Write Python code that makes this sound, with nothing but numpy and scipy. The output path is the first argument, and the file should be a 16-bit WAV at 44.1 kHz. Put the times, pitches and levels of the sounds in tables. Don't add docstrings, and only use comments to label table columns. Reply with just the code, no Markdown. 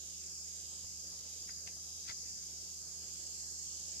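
import sys
import numpy as np
from scipy import signal
from scipy.fft import rfft, irfft
from scipy.io import wavfile
from scipy.ndimage import uniform_filter1d, map_coordinates

SR = 44100
rng = np.random.default_rng(int(sys.argv[2]) if len(sys.argv) > 2 else 0)


def generate_wav(sig):
    pcm = np.round(np.clip(np.atleast_2d(sig).T, -1, 1) * 32767).astype(np.int16)
    wavfile.write(sys.argv[1], SR, pcm)


N = 176400
TIME, FREQ = np.arange(N) / SR, np.fft.rfftfreq(N, 1 / SR)


# pitch_hz, width_hz, gain_db, left_over_right_db, coherence, left_lead_rad
DEEP_VOICE = (4461, 718, -3, 7.5, 0.25, 1.5)
LOW_VOICE = (4987, 1002, 1, 7.5, 0.16, 4)
MIDDLE_VOICE = (5480, 621, -7, 15, 0.5, 2)
UPPER_VOICE = (6105, 1700, 0.35, 1.1, 0.44, 2.16)
MAIN_VOICE = (6686, 875, 0, -14, 0.42, 3.5)
HIGH_VOICE = (7544, 829, -1.5, -9.5, 0.43, -3.5)
SHRILL_VOICE = (8522, 676, -15.5, -10, 0.7, 2)
# time_s, level_db
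DEEP_SWELL = [(0, -63), (.5, -72), (.82, -62), (1.1, -65), (1.4, -64), (1.85, -75), (2.3, -77), (2.8, -61),
              (3.1, -63), (3.35, -56.5), (3.7, -59), (4, -61)]
LOW_SWELL = [(0.0, -59.5), (0.3, -55), (0.62, -55.5), (0.92, -53), (1.3, -55.5), (1.57, -52.5), (1.85, -55),
             (2.08, -52), (2.3, -51.5), (2.52, -54), (2.95, -55), (3.35, -55), (3.7, -55.5), (4.0, -51)]
MIDDLE_SWELL = [(0.0, -58), (0.33, -44.5), (0.6, -54.5), (1.0, -52), (1.5, -60), (1.85, -60), (2.25, -74),
                (2.6, -50), (2.95, -62), (3.4, -46), (3.7, -48), (4.0, -48)]
UPPER_SWELL = [(0.0, -53.5), (0.3, -55.5), (0.7, -55), (1.1, -52), (1.4, -52), (1.85, -52.5), (2.25, -50),
               (2.6, -53), (2.95, -55), (3.35, -55.5), (3.7, -52.2), (4.0, -52)]
MAIN_SWELL = [(0.0, -50.5), (0.25, -49), (0.6, -50), (1.05, -52), (1.55, -49.5), (1.8, -52), (2.2, -50.5),
              (2.55, -51.5), (3.0, -49.5), (3.5, -48.5), (4.0, -48.5)]
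HIGH_SWELL = [(0.0, -56), (0.25, -52.5), (0.7, -51), (1.2, -54), (2.2, -54.5), (2.7, -55.5), (3.0, -54),
              (3.25, -50.5), (3.6, -49), (3.85, -50.5), (4.0, -48.5)]

def cicadas():
    groups = [(DEEP_SWELL, DEEP_VOICE), (LOW_SWELL, LOW_VOICE), (MIDDLE_SWELL, MIDDLE_VOICE),
              (UPPER_SWELL, UPPER_VOICE), (MAIN_SWELL, MAIN_VOICE),
              (HIGH_SWELL, HIGH_VOICE), (HIGH_SWELL, SHRILL_VOICE)]
    return sum(chorus(np.interp(TIME, *np.transpose(swell)), *voice) for swell, voice in groups)


def chorus(level_db, pitch_hz, width_hz, gain_db, lean_db, coherence, lead_rad, bend=1):
    clicks = stereo(foliage(tymbals()), foliage(tymbals()), lean_db, coherence, lead_rad)
    ringing = irfft(clicks * resonance(pitch_hz, width_hz), N)
    position = np.cumsum(bend * (1 + 0.006 * wander(rate_hz=2.5)))
    song = np.array([map_coordinates(side, [position], order=3, mode="wrap") for side in ringing])
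    return unit_rms(song) * amp(gain_db + level_db)


def tymbals(singers=10, centre_rate_hz=280, spread_db=5, throb_db=0.95):
    out = np.zeros(N)
    for _ in range(singers):
        pace, size = rng.uniform(-1, 1, 2)
        rate_hz = centre_rate_hz * np.exp(0.5 * pace) * (1 + 0.05 * wander(rate_hz=30))
        cycles = np.cumsum(rate_hz) / SR + rng.random()
        clicks = np.flatnonzero(np.diff(np.floor(cycles)))
        signs = np.resize(rng.choice([-1, 1], 4096), len(clicks))
        out[clicks] += signs * amp(spread_db * size + throb_db * wander(rate_hz=24)[clicks])
    return unit_rms(out)


def foliage(x, direct_share=0.45, t60_s=0.33, path_change_hz=0.601):
    scattered = 0
    for offset in np.arange(3) / 3:
        tail = rng.standard_normal(N) * decay(0, t60_s)
        fading = np.sin(np.pi * (TIME * path_change_hz + offset)) * np.sqrt(2 / 3)
        scattered = scattered + rfft(x * fading) * rfft(tail / np.linalg.norm(tail))
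    return np.sqrt(direct_share) * rfft(x) + np.sqrt(1 - direct_share) * scattered


# time_s, level_db, pitch_hz
CLOSE_CALL = [(0, -76, 7430), (2.8, -62, 7580), (3.25, -53.5, 7500), (3.551, -53.5, 7590),
              (3.752, -57, 7350), (4, -66, 7280)]
# width_hz, left_over_right_db, coherence (clipped to 1), left_lead_rad
CLOSE_VOICE = (322, -11, 1.7, -3.5)

def close_cicada():
    time_s, level_db, pitch_hz = np.transpose(CLOSE_CALL)
    width_hz, *image = CLOSE_VOICE
    bend = np.interp(TIME, time_s, pitch_hz) / pitch_hz.mean()
    return chorus(np.interp(TIME, time_s, level_db), pitch_hz.mean(), width_hz, 0, *image, bend=bend)


# start_s, body_peak_db, pitch_hz, width_hz, edge_over_body_db
TICKS = [(1.1305, -60, 1300, 2200, -20), (1.48, -49, 2000, 1600, -25), (1.4932, -38, 1670, 1500, -10),
         (1.6695, -44.5, 2500, 1900, -16), (1.6757, -32.5, 2460, 2600, -3), (1.686, -44, 2600, 2200, -4)]

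def ticks(tail_db=-22.5):
    out = np.zeros(N)
    for start_s, peak_db, pitch_hz, width_hz, edge_db in TICKS:
        tail = amp(tail_db) * rng.normal(0, 0.5, N) * decay(start_s, t60_s=0.11)
        snap = rfft(signal.unit_impulse(N, round(start_s * SR)) + tail)
        body = irfft(snap * resonance(pitch_hz, width_hz), N)
        edge = irfft(snap * resonance(pitch_hz=5900, width_hz=1700), N)
        out += amp(peak_db) * (body / abs(body).max() + amp(edge_db) * edge / abs(edge).max())
    return out


# centre_s, sigma_s, level_db
SLIPS = [(2.069, 0.017, -60.5), (2.085, 0.0045, -45), (2.0983, 0.0044, -40), (2.115, 0.0067, -46),
         (2.278, 0.033, -63.5)]
# freq_hz, gain_db
GRIT_SPECTRUM = [(200, -21), (850, -15), (1350, -5), (2000, -0.5), (2900, -9), (3400, -3.5), (3900, -9),
                 (4800, 2.5), (6000, -7), (7500, -16), (14000, -39)]

def scuff(grains_per_s=8800):
    grit = (rng.random(N) < grains_per_s / SR) * rng.choice([-1, 1], N)
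    strokes = sum(amp(level_db) * np.exp(-((TIME - centre_s) / sigma_s) ** 2 / 2)
                  for centre_s, sigma_s, level_db in SLIPS)
    return strokes * unit_rms(colour(grit, GRIT_SPECTRUM))


# start_s, level_db
BUMPS = [(0.84, -55.5), (1.126, -57.5), (1.488, -61), (1.508, -67), (1.657, -57), (1.671, -58),
         (1.765, -58), (2.096, -55)]
# freq_hz, gain_db
PUFF_SPECTRUM = [(25, -26), (50, 0), (85, 18), (130, -7), (330, -8), (700, -4), (1500, -17.5), (5000, -38)]

def bumps(boom_hz=83, boom_gain_db=-5, rise_s=0.0022):
    out = np.zeros(N)
    puff = unit_rms(colour(rng.standard_normal(N), PUFF_SPECTRUM))
    for start_s, level_db in BUMPS:
        age_s = TIME - start_s
        attack = np.clip(age_s / rise_s, 0, 1)
        boom = amp(boom_gain_db) * np.sin(2 * np.pi * boom_hz * age_s) * decay(start_s, t60_s=0.16)
        out += amp(level_db) * attack * (boom + puff * decay(start_s, t60_s=0.12))
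    return out


# pitch_hz, width_hz, gain_db, left_over_right_db, coherence, left_lead_rad
DULL_VOICE = (3238, 1447, -7, 3.5, 0.5, 1.5)
THIN_VOICE = (3863, 322, -7, 17, -0.3, 4.5)
# centre_s, dull_db, thin_db
FAR_CALLS = [(.05, -59.5, -64), (.67, -61.5, -63.5), (1.32, -61.5, -63), (1.95, -63, -60.5),
             (2.6, -65, -70), (3.2, -61.5, -80), (3.83, -60, -69)]

def far_insects(half_call_s=0.2, rest_db=-73):
    dull = thin = amp(rest_db)
    for centre_s, dull_db, thin_db in FAR_CALLS:
        call = np.exp(-((TIME - centre_s) / half_call_s) ** 4)
        dull = dull + amp(dull_db) * call
        thin = thin + amp(thin_db) * call
    return dull * chorus(0, *DULL_VOICE) + thin * chorus(0, *THIN_VOICE)


# freq_hz, density_db
FIZZ_SPECTRUM = [(3000, -59), (6000, -17), (8400, 2.5), (9200, 2), (10400, 2), (11400, 4), (12700, 1),
                 (13400, -5.5), (14500, -6)]
AIR_SPECTRUM = [(20, -17), (50, -8), (85, -7.5), (120, -9), (200, -8.5), (260, -11), (370, -9.5),
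                (600, -13.5), (1000, -18.5), (1800, -19), (2600, -17), (4000, -16), (8000, -21),
                (14500, -30.5)]
HISS_LEAN = [(40, 4), (250, 2), (700, 1), (1100, 12.5), (1700, 15.5), (2700, -1), (4000, -1.5),
             (8500, -3.5), (10500, -3.5), (12500, -1.5), (14000, 3)]
HISS_COHERENCE = [(40, 0.38), (200, 0.73), (500, 0.76), (950, 0.13), (1400, 0.13), (1900, 0.083),
                  (3000, 0.21), (6000, 0.047), (8500, 0.25), (11000, 0.13), (14000, .1)]
HISS_LEAD = [(20, 0), (250, .2), (900, .1), (1050, 3.8), (2000, 5.9), (2700, 7.6), (6000, 8.8), (8500, 9.8),
             (14000, 10)]

def background_hiss(spectrum, level_db, flicker_db):
    hz = np.fft.rfftfreq(2048, 1 / SR)
    real_a, imag_a, real_b, imag_b, flicker = rng.standard_normal((5, N // 512 + 5, len(hz)))
    flicker = uniform_filter1d(flicker, size=8, axis=0)
    flicker = unit_rms(uniform_filter1d(flicker, size=24, axis=1))
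    image = [lookup(table, hz) for table in (HISS_LEAN, HISS_COHERENCE, HISS_LEAD)]
    frames = stereo(real_a + 1j * imag_a, real_b + 1j * imag_b, *image)
    frames *= amp(lookup(spectrum, hz) + flicker_db * flicker)
    _, noise = signal.istft(frames.transpose(0, 2, 1), nperseg=2048, noverlap=1536)
    return amp(level_db) * unit_rms(noise[:, :N])


# pitch_hz, level_db, left_over_right_db
HUM_TONES = [(75.6, -64.5, -3), (170.1, -72, -1), (235.8, -91, -7), (302.5, -83, 2), (374.7, -82.5, -7.5),
             (487, -86, 2)]

def machine_hum(pitch_drift=0.00475, waver_db=0.72):
    out = np.zeros((2, N))
    for pitch_hz, level_db, lean_db in HUM_TONES:
        cycles = np.cumsum(pitch_hz * (1 + pitch_drift * wander(rate_hz=4.26))) / SR
        tone = unit_rms(np.sin(2 * np.pi * (cycles + rng.random())))
        pan = amp([[lean_db / 2], [-lean_db / 2]])
        out += tone * amp(level_db + waver_db * wander(rate_hz=6.1)) * pan
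    return out


def amp(db):
    return 10 ** (np.asarray(db) / 20)


def unit_rms(x):
    return x / np.sqrt(np.mean(x ** 2) + 1e-30)


def lookup(table, hz):
    freq_hz, value = np.transpose(table)
    return np.interp(np.log(hz + 1), np.log(freq_hz + 1), value)


def colour(x, spectrum):
    return irfft(rfft(x) * amp(lookup(spectrum, FREQ)), N)


def wander(rate_hz):
    hz = np.fft.rfftfreq(2048, N / SR / 2048)
    slow = irfft(rfft(rng.standard_normal(2048)) * np.exp(-(hz / rate_hz) ** 2))
    return np.interp(TIME, np.linspace(0, N / SR, len(slow)), unit_rms(slow))


def decay(start_s, t60_s):
    return (TIME >= start_s) * amp(-60 * np.maximum(TIME - start_s, 0) / t60_s)


def resonance(pitch_hz, width_hz):
    stage = 1j * FREQ * width_hz / (pitch_hz ** 2 - FREQ ** 2 + 1j * FREQ * width_hz)
    return stage ** 3


def stereo(a, b, lean_db, coherence, lead_rad):
    coherence, left_gain = np.clip(coherence, -1, 1), amp(lean_db)
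    right = (coherence * a + np.sqrt(1 - coherence ** 2) * b) * np.exp(-1j * lead_rad)
    return np.array([left_gain * a, right]) / np.sqrt((1 + left_gain ** 2) / 2)


def from_left(x, lean_db=8, lag_s=0.00046):
    return np.array([x, amp(-lean_db) * np.interp(TIME - lag_s, TIME, x)])


def scene():
    insects = cicadas() + close_cicada() + far_insects()
    fizz = background_hiss(FIZZ_SPECTRUM, level_db=-61.5, flicker_db=1.5)
    near = from_left(ticks() + scuff()) + bumps()
    air = background_hiss(AIR_SPECTRUM, level_db=-63, flicker_db=2.5)
    return insects + near + fizz + air + machine_hum()


def record(dry, cutoff_hz=14450):
    lowpass = signal.firwin(511, cutoff_hz, window=("kaiser", 9), fs=SR)
    return signal.oaconvolve(dry, lowpass[None], "same")


dry = scene()
out = record(dry)
generate_wav(out)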